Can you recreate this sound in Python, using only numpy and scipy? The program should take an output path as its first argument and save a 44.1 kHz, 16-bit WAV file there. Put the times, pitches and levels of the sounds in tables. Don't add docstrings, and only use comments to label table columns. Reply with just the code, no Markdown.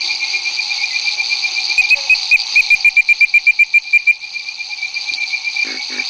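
import sys
import numpy as np
from scipy import signal
from scipy.fft import rfft, irfft, next_fast_len
from scipy.io import wavfile
from scipy.ndimage import uniform_filter1d, minimum_filter1d, map_coordinates

SR = 44100
rng = np.random.default_rng(int(sys.argv[2]) if len(sys.argv) > 2 else 0)


def volts_from_decibels(level):
    exponent = np.asarray(level, float) / 20
    return 10 ** exponent


def generate_wav(signal):
    frames = np.transpose(np.atleast_2d(signal))
    scaled = np.clip(frames, -1, 1) * 32767
    pcm = np.round(scaled).astype(np.int16)
    wavfile.write(sys.argv[1], SR, pcm)


N = 268569
T = np.arange(N) / SR

# pitch_hz, level_db (per Hz)
AIR_COLOUR = [(25, -10.5), (120, -17.5), (500, -10.5), (1100, -3.5), (1700, -12.5), (2050, -1), (2400, 12),
              (2900, 4.5), (3400, 0.5), (4500, 16.5), (5300, -1), (6450, 8), (6900, -24), (9700, -30),
              (11500, -41)]
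# pitch_hz, width_hz, level_db
LOW_FROGS = [(768.5, 26.3, 1.5), (829.4, 34.4, 2.5), (888, 73, -0.5), (1096, 84, -9)]
# pitch_hz, width_hz, pulses_per_s, level_db
PULSING_KINDS = [(2564, 160, 45, -40.5), (2307, 300, 25, -41), (6300, 1100, 59, -45),
                 (5820, 1000, 50, -44.5)]
# pitch_hz, width_hz, clicks_per_s, level_db
CLICKER_KINDS = [(4083, 860, 97, 0), (4312, 540, 116, 1), (4612, 377, 81, 2.5), (4723, 300, 83, -0.5),
                 (3772, 450, 64, -7)]
# time_s, change_db
SWARM_SURGES = [(.05, 5.5), (1.17, -8), (1.27, 3.5), (1.7, 2), (1.9, 3.5), (2.102, 2), (2.15, 6.5),
                (2.41, 6), (2.542, 6.5), (2.828, 4.5), (2.965, 8.5), (3.088, 7.5), (3.2, 4), (3.46, 0.5),
                (3.81, -7.5), (4.19, -10), (5.15, 7), (5.19, -10)]
SURGE_S = .015
SWARM_DB, SWARM_SWAY_DB = -25, 1.5
# time_s, gain_db
SLOW_GAIN = [(0, 1.5), (1.7, 1.5), (2.3, 2), (2.7, 0), (3, -6), (3.3, -7.5), (3.6, -9.5), (3.9, -10),
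             (4.2, -11), (4.5, -7.5), (5, -5), (5.5, -3), (6.09, -0.5)]
DUCK_DB, DUCK_IN_S, DUCK_OUT_S = -2, 0.036, 0.074

# start_s, end_s, start_hz, end_hz, level_db
LOW_WHINES = [(0, 0.708, 339.6, 364.5, -59.5), (0.322, 0.389, 406, 390, -57.5),
              (1.095, 1.587, 409, 386, -62.5), (1.132, 1.22, 658, 552, -56.5),
              (1.447, 1.922, 356.4, 363.4, -59), (1.942, 2.087, 572, 529, -45), (4.103, 4.2, 590, 590, -71),
              (4.96, 5.105, 528, 521, -67.5)]
# multiple, level_db
WHINE_PARTIALS = [(1, 1), (2, -10.5), (3, -13.5), (3.5, -13.5)]
# start_s, peak_db, pitch_hz
KNOCKS = [(5.117, -35.5, 317), (5.157, -44.5, 280)]

# start_s, length_s, pulses_per_s, level_db
BIG_FROG_GRUNTS = [
    (5.648, .135, 54.5, -28),
    (5.902, .115, 52, -28.5),
]
# pitch_hz, width_hz, level_db
VOCAL_SAC = [(254.7, 27, 0.5), (404, 83, -8), (580, 85, -14), (990, 140, -32.5), (1440, 330, -25),
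             (1820, 220, -19.5)]

# first_end_s, notes, tires_after_note, level_db, growth_db (per note)
RIVAL_BOUTS = [
    (.114, 15, 10.5, -15.8, .16),
    (3.883, 14, 11.3, -23, .65),
]
BEAT_S, TIRED_S = .1217, .0095
RIVAL_HZ, SAG_HZ = 2403, 1.1
# end_s, level_db, pitch_hz
STRAY_NOTES = [(.022, -23.5, 2373), (2.4, -30, 2380), (2.655, -24, 2356), (4.41, -24, 2345),
               (4.795, -28, 2330), (4.83, -22.5, 2320), (5.19, -21, 2340), (5.24, -19.5, 2353),
               (5.44, -30, 2300), (5.568, -21.5, 2350), (5.599, -14.5, 2373), (5.629, -13.6, 2380),
               (5.96, -29, 2380), (5.997, -14, 2340)]
# end_s, level_db, pitch_hz
DISTANT_NOTES = [(.05, -36, 2150), (.115, -31, 2240), (.17, -40.5, 2200), (.24, -29, 2167),
                 (.365, -29, 2184), (.49, -28, 2180), (.62, -33, 2280), (.69, -35, 2160), (.75, -29, 2190),
                 (.81, -33, 2220), (.87, -40, 2110), (.93, -39.5, 2045), (1.05, -38, 2114),
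                 (1.2, -38.5, 2165), (5.33, -29.5, 2250), (5.44, -29.5, 2255), (5.69, -29.5, 2190),
                 (5.81, -30.5, 2255), (5.93, -25, 2227), (6.05, -39, 2180)]
# delay_s, level_db
TRUNK_ECHOES = [(0.012, -27), (.027, -12.5), (0.044, -28.5)]

# start_s, length_s, opening_hz, peak_hz, peak_at (share of the note)
NEAR_NOTES = [(1.7795, .0326, 2455, 2512, .86), (1.9078, .0391, 2480, 2564, .73),
              (2.0972, .0446, 2500, 2556, .82), (2.3138, .0478, 2432, 2552, .58),
              (2.5585, .0513, 2365, 2534, .64), (2.7045, .046, 2368, 2424, .4),
              (2.8468, .0444, 2363, 2406, .35), (2.9679, .04, 2355, 2380, .45),
              (3.0891, .04, 2358, 2384, .42), (3.2093, .0407, 2352, 2382, .42),
              (3.3403, .0416, 2357, 2384, .4), (3.4686, .0407, 2356, 2380, .45),
              (3.5922, .0421, 2341, 2388, .42), (3.7406, .0428, 2364, 2386, .42),
              (3.9316, .0445, 2362, 2388, .42), (4.0721, .0417, 2361, 2382, .42)]
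# multiple, level_db
WHISTLE_OVERTONES = [(2, -58.5), (3, -35.5), (4, -42.5), (5, -55.5), (6, -64.5)]
REST_HZ, FLICK_HZ, CUT_HZ = 2376, 52, 70
SETTLE, FLICK_FROM, FLICK_TAKES = .33, .7, .22
SLACK_FROM_S, SLACK_PER_S, SLACK_MOST = 3.35, 5, 4.2
STRAIN_DB_PER_HZ = -0.0065
COLD_DB, COLD_S = 14, 0.034

# pitch_hz, level_db (per Hz)
OVERLOAD_COLOUR = [(20, 14.5), (60, 9.5), (180, -5), (400, 1.5), (1200, -10.5), (6000, -11), (7300, -1.5),
                   (8500, -13), (9700, 2.5), (10600, -16.5), (12000, -6.5), (13500, -10.5), (15800, -12.5),
                   (16100, -64.5)]
# pitch_hz, level_db (per Hz)
FUZZ_COLOUR = [(1750, -43), (1930, 1.5), (2250, 12.5), (2700, -0.5), (3050, 1), (3200, -49.5)]
# pitch_hz, level_db (per Hz)
MIC_NOISE_COLOUR = [(20, -1.5), (120, -5), (700, -10), (1500, -17.5), (3000, -17.5), (8000, -23.5),
                    (9800, -23), (10100, -76)]
SCENE_TOP_HZ, TOP_HZ = 10040, 15830


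def unit(x):
    return x / np.sqrt(np.mean(x ** 2) + 1e-20)


def wobble(rate):
    coarse = T[::32]
    knots = rng.standard_normal(int(N * rate / SR) + 4)
    return np.interp(T, coarse, map_coordinates(knots, [coarse * rate]))


def filtered(x, response):
    m = next_fast_len(N + SR // 2)
    return irfft(rfft(x, m) * response(np.fft.rfftfreq(m, 1 / SR)), m)[:N]


def resonance(f, hz, width):
    return 1j * f * width / (hz * hz - f * f + 1j * f * width)


def hiss(spectrum):
    hz, db = np.transpose(spectrum)
    colour = lambda f: volts_from_decibels(np.interp(np.log(f + 1), np.log(hz), db))
    return unit(filtered(rng.standard_normal(N), colour))


def scattered(x, t60):
    t, step = np.arange(SR // 2) / SR, SR // 4
    out = np.zeros(N + SR)
    for i in range(0, N, step):
        tail = rng.standard_normal(len(t)) * volts_from_decibels(-60 * t / t60) * (t > .004)
        wet = signal.fftconvolve(x[i:i + step], tail / np.linalg.norm(tail))
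        out[i:i + len(wet)] += wet
    return out[:N]


def pulses(rate, scatter_db, jitter):
    turns = np.cumsum(rate * (1 + jitter * wobble(40))) / SR
    clicks = np.diff(np.floor(turns), prepend=0) > 0
    return clicks * volts_from_decibels(scatter_db * rng.standard_normal(N))


def air():
    return volts_from_decibels(-28 + 1.4 * wobble(12)) * hiss(AIR_COLOUR)


def chorus():
    out = np.zeros(N)
    for hz, width, db in LOW_FROGS:
        sway = volts_from_decibels(db + 1.7 * wobble(7.6) + 1.96 * wobble(50))
        out += sway * unit(filtered(rng.standard_normal(N), lambda f: resonance(f, hz, width) ** 2))
    return volts_from_decibels(-42.0) * unit(out)


def pulsing_voices():
    out = np.zeros(N)
    for hz, width, rate, db in PULSING_KINDS:
        ring = np.sin(2 * np.pi * hz * T + 1.8 * wobble(30))
        grit = 0.12 * np.sqrt(width) * rng.standard_normal(N)
        strokes = np.convolve(pulses(rate, scatter_db=3, jitter=0.09), np.hanning(400), "same")
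        scrape = (ring + grit) * strokes
        out += volts_from_decibels(db) * unit(filtered(scrape, lambda f: resonance(f, hz, width) ** 2))
    return out


def swarm_db():
    duck, surge = np.zeros(N), np.zeros(N)
    for s, length, *_ in NEAR_NOTES:
        times = [s, s + DUCK_IN_S, s + length, s + length + DUCK_OUT_S]
        duck += np.interp(T, times, [0, DUCK_DB, DUCK_DB, 0])
    for s, db in SWARM_SURGES:
        surge += db * np.exp(-((T - s) / SURGE_S) ** 2)
    slow = 0.84 * np.interp(T, *np.transpose(SLOW_GAIN))
    return SWARM_DB + slow + duck + surge + SWARM_SWAY_DB * wobble(9)


def clickers():
    out = np.zeros(N)
    for hz, width, rate, db in CLICKER_KINDS:
        clicks = pulses(rate, scatter_db=4.0, jitter=.3) * volts_from_decibels(3 * wobble(25))
        gap_s = rng.uniform(0.001973, .0035)
        pair = lambda f: resonance(f, hz, width) ** 2 * (1 + 0.45 * np.exp(-2j * np.pi * f * gap_s))
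        out += volts_from_decibels(db) * unit(filtered(clicks, pair))
    out = out + volts_from_decibels(-15) * scattered(out, t60=0.037)
    steady = out / np.sqrt(np.abs(uniform_filter1d(out ** 2, size=4000)) + 1e-9)
    return volts_from_decibels(swarm_db()) * steady


def small_sounds():
    out, drift, flutter = np.zeros(N), wobble(45), wobble(40)
    for start, end, from_hz, to_hz, db in LOW_WHINES:
        span = slice(round(start * SR), round(end * SR))
        along = (T[span] - start) / (end - start)
        pitch = from_hz + (to_hz - from_hz) * along + 0.0077 * from_hz * drift[span]
        turn = 2 * np.pi * np.cumsum(pitch) / SR
        tone = sum(volts_from_decibels(tone_db) * np.sin(k * turn) for k, tone_db in WHINE_PARTIALS)
        fade = np.clip(along * (1 - along) * 12, 0, 1)
        out[span] += volts_from_decibels(db + 8.5 - 5 * along + 3.9 * flutter[span]) * fade * tone
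    t = np.arange(SR // 10) / SR
    for s, db, hz in KNOCKS:
        out[round(s * SR):][:len(t)] += volts_from_decibels(db - 60 * t / 0.047) * np.sin(2 * np.pi * hz * t)
    return out


def sac(f, modes):
    return sum((-1) ** k * volts_from_decibels(db) * resonance(f, hz, w) for k, (hz, w, db) in enumerate(modes))


def grunts():
    beats = np.zeros(N)
    for s, length, rate, db in BIG_FROG_GRUNTS:
        t = np.arange(0, length, 1 / rate)
        t = t * (1 + .04 * t / length) + rng.normal(0, .0004, len(t))
        shape_db = np.interp(t / length, [0, .2, .75, .87, 1.05], [-3.0, 1.0, 1.0, -3.5, -16])
        beats[np.round((s + t) * SR).astype(int)] = volts_from_decibels(db + shape_db + rng.normal(0, 1, len(t)))
    puff_fade = volts_from_decibels(-60 * np.arange(900) / SR / 0.086)
    puffs = rng.standard_normal(N) * np.convolve(beats, puff_fade)[:N]
    low = filtered(beats, lambda f: sac(f, VOCAL_SAC[:3]) / (1 + (225 / (f + 1)) ** 12))
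    rasp = filtered(volts_from_decibels(-6) * beats + volts_from_decibels(-22) * puffs, lambda f: sac(f, VOCAL_SAC[3:]))
    dry = volts_from_decibels(48.0) * (low + volts_from_decibels(7.5) * rasp)
    return dry + volts_from_decibels(-12) * scattered(dry, t60=.1)


def bouts():
    notes = []
    for s, count, tires, db, grow_db in RIVAL_BOUTS:
        for k in range(count):
            end_s = s + BEAT_S * k + TIRED_S * max(0, k - tires)
            notes.append((end_s, db + grow_db * k, RIVAL_HZ - SAG_HZ * k))
    return notes


def rivals(notes, length, glide_hz, wet_db, echo_db, flutter_db):
    out, t = np.zeros(N + 2 * SR), np.arange(-length, .012, 1 / SR)
    swell_db = np.interp(t, [-length, -.7 * length, -.012, -.003, .004, .012],
                         [-24.5, -12, -0.5, 1, -9.5, -38])
    for s, db, hz in notes:
        turn = 2 * np.pi * np.cumsum(hz + 15 + glide_hz * t / length) / SR
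        start = SR + round((s + .005 - length) * SR)
        out[start:][:len(t)] += volts_from_decibels(db + 2.5 + swell_db) * np.sin(turn)
    dry = out[SR:SR + N] * volts_from_decibels(flutter_db * wobble(120))
    echoes = np.zeros(N)
    for s, db in TRUNK_ECHOES:
        echoes += volts_from_decibels(db + echo_db + 1.3 * wobble(26)) * np.roll(dry, round(s * SR))
    return dry + echoes + volts_from_decibels(wet_db) * scattered(dry, t60=0.29)


def note_pitch(u, opening, peak, at):
    climb = opening + (peak - opening) * (np.minimum(u, at) - .1) / (at - .1)
    fall = (peak - REST_HZ) * np.clip((u - at) / SETTLE, 0, 1) ** 2
    flick = FLICK_HZ * np.clip((u - max(FLICK_FROM, at + SETTLE)) / FLICK_TAKES, 0, 1)
    return climb - fall + flick - CUT_HZ * np.clip((u - .94) * 10, 0, 1)


def near_frog():
    tone, swell = np.zeros(N), np.zeros(N)
    for s, length, opening, peak, at in NEAR_NOTES:
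        t = np.arange(-.02, length + .008, 1 / SR)
        slack = 1 + np.clip(SLACK_PER_S * (s - SLACK_FROM_S), 0, SLACK_MOST)
        cold_db = COLD_DB * np.exp(-(s + t - NEAR_NOTES[0][0]) / COLD_S)
        strain_db = STRAIN_DB_PER_HZ * (opening - RIVAL_HZ) + cold_db
        pitch = uniform_filter1d(note_pitch(t / length, opening, peak, at), size=100)
        turn = 2 * np.pi * np.cumsum(pitch) / SR
        times = [-.02, -.003 * slack, 0.00096 * (slack - 1), 0.0057 * slack,
                 length - .002, length, length + 0.0041]
        level_db = np.interp(t, times, [-63, -45.5, -6.5, -5, 0.0, -7.5, -65])
        voice = np.sin(turn)
        for k, db in WHISTLE_OVERTONES:
            loudness = volts_from_decibels(db + strain_db + rng.normal(0, 1.5) - 3)
            hoarse = np.cumsum(rng.normal(0, .03 * k, len(t)))
            voice = voice + loudness * np.sin(k * turn + hoarse)
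        start = round((s - .02) * SR)
        swell[start:][:len(t)] = volts_from_decibels(uniform_filter1d(level_db, size=100))
        tone[start:][:len(t)] = voice
    dry = volts_from_decibels(2.5) * swell * tone * volts_from_decibels(0.12 * wobble(160))
    return dry + volts_from_decibels(-28.5) * scattered(dry, t60=0.79)


def scene():
    gain = volts_from_decibels(np.interp(T, *np.transpose(SLOW_GAIN)))
    background = gain * (pulsing_voices() + chorus() + air()) + clickers()
    steady = rivals(bouts(), length=.05, glide_hz=92.3, wet_db=-10.5, echo_db=0.0, flutter_db=1.5)
    stray = rivals(STRAY_NOTES, length=.032, glide_hz=70, wet_db=-9.5, echo_db=-5.5, flutter_db=3.0)
    far = rivals(DISTANT_NOTES, length=0.052, glide_hz=40.2, wet_db=0.5, echo_db=-4.0, flutter_db=8.5)
    others = steady + stray + volts_from_decibels(-4.5) * far
    whole = background + small_sounds() + grunts() + others + gain ** 0.097 * near_frog()
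    return whole[None]


def starved(x, depth_db):
    hz, t, z = signal.stft(x, SR, nperseg=512)
    band = uniform_filter1d(np.abs(z) ** 2, size=5, axis=0)
    usual = uniform_filter1d(band, size=40, axis=1)
    keep = (band > usual * volts_from_decibels(2 * depth_db)) | (hz[:, None] < 2900)
    return signal.istft(z * np.where(keep, 1, .1), SR, nperseg=512)[1][:N]


def fuzz(whistle, linger):
    reach = round(linger * SR)
    power = uniform_filter1d(whistle ** 2, size=reach, origin=reach // 3)
    return np.sqrt(np.abs(power)) * hiss(FUZZ_COLOUR)


def roll_off(x):
    return signal.sosfilt(signal.butter(12, 16410, fs=SR, output="sos"), x)


def record(dry):
    x = filtered(dry[0], lambda f: 1 / (1 + (f / SCENE_TOP_HZ) ** 60))
    x = x + volts_from_decibels(-60.5) * hiss(MIC_NOISE_COLOUR)
    size = np.abs(signal.hilbert(x, next_fast_len(N))[:N])
    gain = volts_from_decibels(0.67 * np.interp(T, *np.transpose(SLOW_GAIN)))
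    over = np.clip(uniform_filter1d(size, size=200) - .6, 0, .3) * gain
    need = np.minimum(1, .725 / (size + 1e-9))
    x = x * uniform_filter1d(minimum_filter1d(need, size=301, origin=80), size=133)
    x = starved(x, depth_db=-6.5)
    whistle = filtered(x, lambda f: resonance(f, 2420, 360))
    x = x + volts_from_decibels(-21.5) * fuzz(whistle, linger=0.021)
    x = x + volts_from_decibels(-30 + 4.54 * wobble(220)) * over * hiss(OVERLOAD_COLOUR)
    x = x + volts_from_decibels(-25) * filtered(over, lambda f: 1j * f / (6 + 1j * f) / (1 + 1j * f / 22))
    x = x / (1 + np.abs(x / .72) ** 24) ** (1 / 24)
    x = filtered(x, lambda f: f < TOP_HZ)
    return roll_off(x[None])


dry = scene()
out = record(dry)
generate_wav(out)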